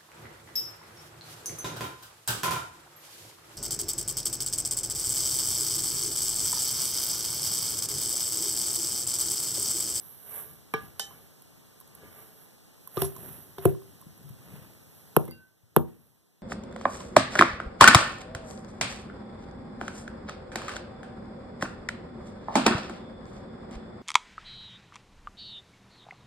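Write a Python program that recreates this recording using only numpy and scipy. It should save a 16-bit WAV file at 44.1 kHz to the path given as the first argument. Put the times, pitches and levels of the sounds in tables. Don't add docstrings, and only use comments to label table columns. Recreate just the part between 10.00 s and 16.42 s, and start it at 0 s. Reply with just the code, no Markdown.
import sys
import numpy as np
from scipy import signal
from scipy.fft import rfft, irfft
from scipy.io import wavfile
from scipy.ndimage import uniform_filter1d

SR = 44100
rng = np.random.default_rng(int(sys.argv[2]) if len(sys.argv) > 2 else 0)


def put_to_file(sound):
    columns = np.atleast_2d(sound).T
    safe = np.clip(columns, -1, 1)
    whole_steps = np.round(safe * 32767)
    wavfile.write(sys.argv[1], SR, whole_steps.astype(np.int16))


def attenuation_scalar(level_db):
    decades = np.asarray(level_db, float) / 20
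    return 10 ** decades


N = 283122


def blows(rows, modes, knock_s, thump_hz, thump_s, thump_width_s, boom_hz, boom_db, rise_cycles):
    out = np.zeros(N)
    for s, tick_db, knock_db, thump_db, ring_db in rows:
        add(out, s, tick(tick_db, 0.004))
        add(out, s + 0.0034, tick(tick_db - 16.5, 0.012))
        add(out, s, attenuation_scalar(knock_db + 2.0) * wavelet(1143, knock_s, 0.00064, 0.26))
        add(out, s, attenuation_scalar(thump_db + 4.5) * wavelet(thump_hz, thump_s, thump_width_s, 0.099))
        add(out, s, attenuation_scalar(thump_db + boom_db) * wavelet(boom_hz, 0.009, 0.0035, 0.2))
        add(out, s, attenuation_scalar(ring_db) * ringing(modes, rise_cycles))
    return out


FREE_HZ = [446, 797, 1194, 1508, 1672, 2290, 2390, 3130, 3910, 5240, 5669]
# (level [dB], t60 [s])
FREE_RING = [(2.5, 0.13), (-12, 0.35), (-1, 0.26), (-6, 0.19), (-1, 0.24), (7, 0.086), (-31, 0.24),
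             (-9, 0.1), (-11.5, 0.071), (-24, 0.17), (-20, 0.14)]


def free_pot():
    return [(hz, *ring) for hz, ring in zip(FREE_HZ, FREE_RING)]


# (time [s], tick [dB], knock [dB], thump [dB], ring [dB])
FREE_BLOWS = [
    (0.738, -10.5, -24, -29, -30),
]


def free_blows():
    return blows(FREE_BLOWS, free_pot(), 0.00172, 373, 0.004, 0.00062, 165, -1.8, 0.36)


# (time [s], tick [dB], knock [dB], thump [dB], ring [dB])
RIM_BLOWS = [
    (0.9954, -9.5, -30.5, -46.5, -26),
]
RIM_HZ = [440, 797, 1500, 1742, 3066, 3606, 3872, 4700, 5158, 6035, 6346, 6690, 7492, 8870]
# (level [dB], t60 [s])
RIM_RING = [(-23.5, 0.15), (-20.5, 0.49), (-6, 0.035), (-17, 0.29), (-6.5, 0.25), (-11, 0.07), (-18, 0.2),
            (-5, 0.076), (-11.5, 0.18), (-12.5, 0.27), (-18, 0.11), (-12, 0.11), (-14, 0.23), (-2, 0.036)]


def rim_blows():
    rim = [(hz, *ring) for hz, ring in zip(RIM_HZ, RIM_RING)]
    return blows(RIM_BLOWS, rim, 0.00108, 590, 0.004, 0.00048, 210, -3.0, 0.44)


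# (time [s], tick [dB], knock [dB], thump [dB], ring [dB])
PINNED_BLOWS = [
    (2.9705, -28, -29.5, -25, -37),
    (3.019, 3.5, -25.5, -25.5, -25.5),
    (3.5826, -28.5, -35, -43, -38.5),
    (3.6536, -1.5, -19, -11, -21),
]
# (frequency [Hz], level [dB], t60 [s])
PINNED_POT = [(82, -1.5, .18), (144, -4, 0.24), (389.8, -7, 0.4), (429, -10, 0.1), (393.8, 4, 0.081),
              (698, -4.5, 0.099), (1010, -13.5, 0.048)]


def pinned_blows():
    return blows(PINNED_BLOWS, PINNED_POT, 0.00121, 403.6, 0.00452, 0.0025, 130, 0.3, 0.53)


# (time [s], tick [dB], knock [dB], thump [dB], ring [dB])
KICKS = [
    (5.1648, 8, -10, -15.5, -36),
    (5.2792, -27, -45, -44, -43.5),
    (5.7632, 4, -9, -15, -26.5),
]
# (frequency [Hz], level [dB], t60 [s])
KICKED_POT = [(84, -3, 0.27), (145, -4.5, 0.23), (236.6, -2.5, 0.35), (332, -7.5, 0.29), (527, -6.5, 0.11),
              (782, -11, 0.1), (1010, -16, 0.039), (1160, -19, 0.059)]


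def kick_blows():
    return blows(KICKS, KICKED_POT, 0.0015, 410, 0.0074, 0.0004, 175, -0.5, 2.2)


def ringing(modes, rise_cycles):
    t = np.arange(SR // 2) / SR
    out = np.zeros(len(t))
    for hz, db, t60 in modes:
        decay = attenuation_scalar(db - 60 * t / t60)
        swell = 1 - np.exp(-t * hz / rise_cycles)
        beating = 1 + 0.35 * np.cos(2 * np.pi * hz * 0.013 * t)
        out += decay * swell * np.sin(2 * np.pi * hz * t) * beating
    return out


def wavelet(hz, peak_s, width_s, glide):
    t = np.arange(SR // 20) / SR
    shape = (t / peak_s) ** (peak_s / width_s) * np.exp((peak_s - t) / width_s)
    bend = 1 - glide * np.tanh((t - peak_s) / peak_s)
    return shape * np.cos(2 * np.pi * hz * (t - peak_s) * bend)


# (frequency [Hz], level [dB])
TICK = [(1000, -33), (3000, -22.5), (6000, -28), (9000, -13), (10500, -4), (13500, 0.5), (14500, -1.5),
        (16200, -1)]


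def tick(db, t60):
    t = np.arange(1024) / SR - 0.0009
    fade_db = -60 * np.where(t > 0, t / t60, -t / 0.0014)
    burst = coloured(rng.standard_normal(1024) * attenuation_scalar(fade_db), TICK)
    burst *= signal.windows.tukey(1024, 0.04)
    return attenuation_scalar(db) * burst / abs(burst).max()


# (time [s], level [dB], t60 [s], centre [Hz])
CLATTER = [(0.7372, -35.5, 0.3, 1548), (.995, -26, 0.2, 7070), (2.969, -33, 0.1, 2770),
           (3.0184, -18, 0.02, 3100), (3.049, -32.5, 0.15, 8160), (3.583, -38, 0.077, 2260),
           (3.654, -33, 0.08, 1160), (5.169, -20.5, 0.023, 870), (5.253, -54, .04, 5000),
           (5.279, -41.5, 0.072, 900), (5.765, -14, 0.042, 904), (5.1649, -18.5, 0.011, 2720),
           (5.168, -12, .02, 560), (5.766, -16.5, 0.017, 560), (3.164, -32.5, 0.016, 9000),
           (3.6522, -30, 0.023, 2960), (2.9965, -38, 0.053, 4500), (3.031, -32.5, 0.091, 5500)]


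def clatter():
    out, t = np.zeros(N), np.arange(SR // 2) / SR
    f = np.geomspace(100, 20000, num=30)
    for s, db, t60, hz in CLATTER:
        spread, strength, life = rng.standard_normal((3, 70))
        noise, grain = rng.standard_normal((2, len(t)))
        grains = attenuation_scalar(2.5 * evened(uniform_filter1d(grain, 70)))
        hump = np.c_[f, -9.0 * np.log(f / hz) ** 2]
        crunch = evened(coloured(noise * grains, hump))
        crunch = crunch * attenuation_scalar(-60 * t / t60) * np.minimum(t / 0.00029, 1)
        if s < 2:
            crowd_hz = 11000 * np.tanh(hz * np.exp(0.67 * spread) / 11000)
            crowd_t60 = t60 * np.exp(np.tanh(life) / 2)
            crowd = ringing(zip(crowd_hz, 1.9 * strength, crowd_t60), 1.5)
            crunch = crunch + 2.0 * crowd / abs(crowd).max()
        add(out, s, attenuation_scalar(db - 7.5) * crunch)
    return out


# (time [s], level [dB], frequency [Hz])
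CRACKS = [
    (2.972, -39, 3100),
    (3.0192, -29, 3230),
    (3.5826, -44, 3300),
    (3.6556, -23, 2590),
    (5.1653, -15, 2670),
    (5.252, -57, 3500),
    (5.281, -58, 3220),
    (5.7638, -22.5, 2590),
]


def cracks():
    out = np.zeros(N)
    for s, db, hz in CRACKS:
        add(out, s, attenuation_scalar(db) * wavelet(hz, 0.0007, 0.0005, 0.05))
    return out


# (time [s], tick [dB], knock [dB])
CLICKS = [(1.1087, -53, -39), (1.42, -32.5, -68), (1.8008, -28, -63), (1.8104, -32.5, -45),
          (1.8748, -31, -56), (1.9495, -25.5, -52), (2.7777, -41, -51), (2.8734, -20.5, -38.5),
          (3.0443, -19.5, -30.5), (3.1492, -32, -50), (3.1643, -30, -35), (3.749, -46, -41.5),
          (3.8183, -38, -46), (4.013, -33, -49), (4.0234, -65, -43), (4.1764, -36, -55),
          (4.2905, -30, -53.5), (5.1951, -38.5, -43), (5.2525, -24.5, -55.5), (5.3093, -28, -44)]


def clicks():
    out = np.zeros(N)
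    for s, tick_db, knock_db in CLICKS:
        add(out, s, tick(tick_db, 0.015))
        add(out, s, attenuation_scalar(knock_db - 6) * wavelet(1150, 0.0013, 0.0027, 0.095))
    return out


SINGING_S = [5.29, 5.31, 5.3, 5.278, 5.312, 3.044, 2.975, 1.15]
SINGING_HZ = [1529, 2756, 4630, 2080, 2060, 10550, 1198, 11682]
# (level [dB], swell [s], t60 [s])
SINGING = [
    (-55, 0.14, 0.3),
    (-54, 0.022, 0.25),
    (-50, 0.013, 0.2),
    (-50.5, 0.0081, 0.12),
    (-52, 0.0055, 0.05),
    (-27, .004, 0.081),
    (-27, 0.0029, 0.057),
    (-67, 0.28, 7.2),
]


def singing():
    out, t = np.zeros(N), np.arange(SR) / SR
    for s, hz, (db, swell, t60) in zip(SINGING_S, SINGING_HZ, SINGING):
        rise = np.minimum(t / swell, 1)
        decay = attenuation_scalar(db - 60 * np.maximum(t - swell, 0) / t60)
        fade = signal.windows.tukey(SR, 0.2 * (t60 > 2))
        add(out, s, rise * decay * fade * np.sin(2 * np.pi * hz * t))
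    return out


# (time [s], peak [dB], frequency [Hz], t60 [s])
BUMPS = [
    (2.034, -43, 410, 0.033),
    (4.067, -28.5, 156, 0.031),
    (4.241, -40, 145, 0.3),
    (4.304, -28, 126, 0.075),
    (4.538, -28, 148, 0.038),
    (5.634, -45, 108.6, 0.067),
]


def bumps():
    out = np.zeros(N)
    for s, db, hz, t60 in BUMPS:
        add(out, s, ringing([(hz, db, t60)], 0.48))
    return out


# (peak time [s], half length [s], hiss [dB], scrape [dB], weight [dB])
STROKES = [(0.05, .4, -48, -68, -71), (0.37, .12, -36, -52, -63), (0.5, 0.13, -55.5, -66, -61),
           (0.84, 0.11, -54, -61, -55), (1.12, .18, -55, -62, -62.5), (1.64, .3, -71.5, -75, -72),
           (2.05, 0.14, -67, -60.5, -59), (2.2, 0.17, -51.5, -60.5, -71), (2.42, 0.11, -56, -68, -72.5),
           (2.86, 0.07, -60.5, -89, -83), (3.02, 0.069, -32, -44, -62), (3.27, 0.23, -43.5, -55, -51),
           (3.66, 0.076, -42.5, -50, -56), (3.9, 0.38, -64.5, -74.5, -63.5),
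           (4.26, 0.28, -65, -73.5, -60.5), (4.56, 0.23, -57, -58.5, -55.5), (5.0, .35, -59.5, -69.5, -70),
           (5.26, 0.16, -59, -65, -57), (5.89, 0.14, -67.5, -67.5, -60), (6.046, 0.15, -66, -78.5, -72)]
REST_DB = [-67, -86, -77]


def strokes():
    t = np.arange(0, N + 64, 64) / SR
    s, half, *levels = np.transpose(STROKES)
    away = abs(t[:, None] - s) / half
    shape = attenuation_scalar(-2 * 14 * away ** 1.3)
    gains = []
    for db, rest_db in zip(levels, REST_DB):
        stroke = np.interp(np.arange(N) / SR, t, np.sqrt(shape @ attenuation_scalar(2 * db)))
        gains.append(stroke + attenuation_scalar(rest_db) * adapted())
    return gains


# (frequency [Hz], level [dB per Hz])
FIBRES = [(5000, -29.5), (8000, -18.5), (9500, -5.5), (10500, -6), (12000, 5.5), (13500, -3.5),
          (14200, -0.5), (14600, -76)]
# (frequency [Hz], level [dB per Hz])
SCRAPE = [(250, -24.5), (450, -3.5), (1700, -7), (2500, -6), (5000, -28.5), (8000, -18), (14000, -43),
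          (14600, -97)]
# (frequency [Hz], level [dB per Hz])
RUMBLE = [(30, -28), (60, -3.5), (100, 4.5), (160, 1), (300, -11), (450, -17.5), (700, -36.5)]


def rubbing():
    hiss_gain, scrape_gain, weight_gain = strokes()
    t = np.arange(N) / SR
    grain = attenuation_scalar(2.0 * evened(uniform_filter1d(rng.standard_normal(N), 90)))
    fibre_noise, pot_noise, board_noise = rng.standard_normal((3, N))
    hiss = evened(coloured(fibre_noise * grain, FIBRES))
    scrape = evened(coloured(pot_noise * grain, SCRAPE))
    free = evened(signal.oaconvolve(pot_noise, ringing(free_pot(), 1.0))[:N])
    pinned = evened(signal.oaconvolve(pot_noise, ringing(PINNED_POT[2:4], 1.1))[:N])
    woken = free * (t < 2.6) + 0.55 * pinned * (abs(t - 3.65) < 0.65)
    lumps = attenuation_scalar(0.76 * evened(uniform_filter1d(rng.standard_normal(N), 1500)))
    rumble = evened(lumps * coloured(board_noise, RUMBLE))
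    return (hiss_gain * hiss + scrape_gain * attenuation_scalar(2.0) * (scrape + 0.76 * woken)
            + weight_gain * attenuation_scalar(7.0) * rumble)


# (frequency [Hz], t60 [s])
LANDING = [(100, 0.41), (300, 0.34), (1000, 0.24), (3000, 0.18), (10000, 0.23)]


def landing(x):
    hz, t, z = signal.stft(rng.standard_normal((2, SR // 2)), SR, nperseg=256)
    decay = attenuation_scalar(-60 * t / read(LANDING, hz)[:, None])
    tail = signal.istft(z * decay, SR, nperseg=256)[1]
    tail *= np.clip((np.arange(tail.shape[1]) / SR - 0.004) / 0.019, 0, 1)
    return signal.fftconvolve(x[None], tail / np.linalg.norm(tail[0]), axes=1)[:, :N]


# (frequency [Hz], level [dB per Hz])
HISS = [(60, 2.5), (150, 17), (600, 7.5), (1500, 1), (3000, -2), (10000, -2), (14200, -1), (14600, -73)]


def background():
    return attenuation_scalar(-59) * adapted() * evened(coloured(rng.standard_normal((2, N)), HISS))


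def adapted():
    turn = np.tanh((np.arange(N) / SR - 5.3) / 0.04)
    return attenuation_scalar(-10.5 * (0.5 + 0.5 * turn))


def read(points, hz):
    f, value = np.transpose(points)
    return np.interp(np.log(hz + 1), np.log(f + 1), value)


def evened(x):
    return x / np.sqrt(np.mean(x ** 2) + 1e-20)


def add(mix, s, sound):
    part = mix[round(s * SR):][:len(sound)]
    part += sound[:len(part)]


def coloured(x, points):
    size = x.shape[-1]
    return irfft(rfft(x) * attenuation_scalar(read(points, np.fft.rfftfreq(size, 1 / SR))), size)


# (frequency [Hz], level [dB])
FAR_PORT = [(100, 3.5), (450, 3.5), (650, 0), (900, -12), (1600, -20), (14000, -30)]
# (frequency [Hz], level [dB])
BOARDS = [(100, -4), (450, -5), (700, -12.5), (1200, -39.5)]
# (frequency [Hz], level [dB])
SKIRTING = [(3000, -38), (7000, -13.5), (14000, -13)]
# (frequency [Hz], level [dB])
SOFT_WALLS = [(100, -6), (600, -3), (2000, -19), (4000, -9.5), (9000, -13), (14000, -15), (14600, -44)]


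def scene():
    kicks = kick_blows()
    hits = free_blows() + rim_blows() + pinned_blows() + kicks
    hits += clatter() + cracks() + clicks() + singing() + bumps()
    rub = rubbing()
    near = hits + rub
    skirting = coloured(np.roll(rub, shift=900), SKIRTING)
    far = coloured(near, FAR_PORT) + coloured(kicks, BOARDS) + skirting
    tail = attenuation_scalar(-10) * landing(coloured(hits, SOFT_WALLS))
    return np.array([far, near]) + tail + background()


def drop_weaker(x):
    pair = signal.stft(np.array([x[0] + x[1], x[0] - x[1]]) / 2, nperseg=1024)[2]
    power = uniform_filter1d(abs(pair) ** 2, size=7, axis=1)
    total = power.sum(0)
    quiet = total < attenuation_scalar(13) * np.median(total, axis=1, keepdims=True)
    weaker = power < attenuation_scalar(-12.5) * power[::-1]
    above_bass = (np.arange(513) > 16)[:, None]
    pair = pair * ~(quiet & weaker & above_bass)
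    mid, side = signal.istft(pair, nperseg=1024)[1][:, :N]
    return np.array([mid + side, mid - side])


def roll_off(x):
    return signal.sosfilt(signal.butter(12, 16040, fs=SR, output="sos"), x)


# (frequency [Hz], level [dB])
TOP_EDGE = [(14200, 0), (14550, -26), (16500, -30)]
# (frequency [Hz], share [0-1])
CROSSFEED = [(60, .78), (300, .82), (1100, .66), (2300, .84), (5000, .86), (7000, .56), (14000, .36)]


def record(dry):
    hz = np.fft.rfftfreq(N, 1 / SR)
    ports = rfft(dry) * attenuation_scalar(read(TOP_EDGE, hz))
    delay = np.exp(-2j * np.pi * hz / 2357)
    across = np.clip(read(CROSSFEED, hz), 0, 1) * delay
    wide = drop_weaker(irfft(ports - across * ports[::-1], N))
    return roll_off(np.clip(wide, -1, 1))


dry = scene()
out = record(dry)
put_to_file(out)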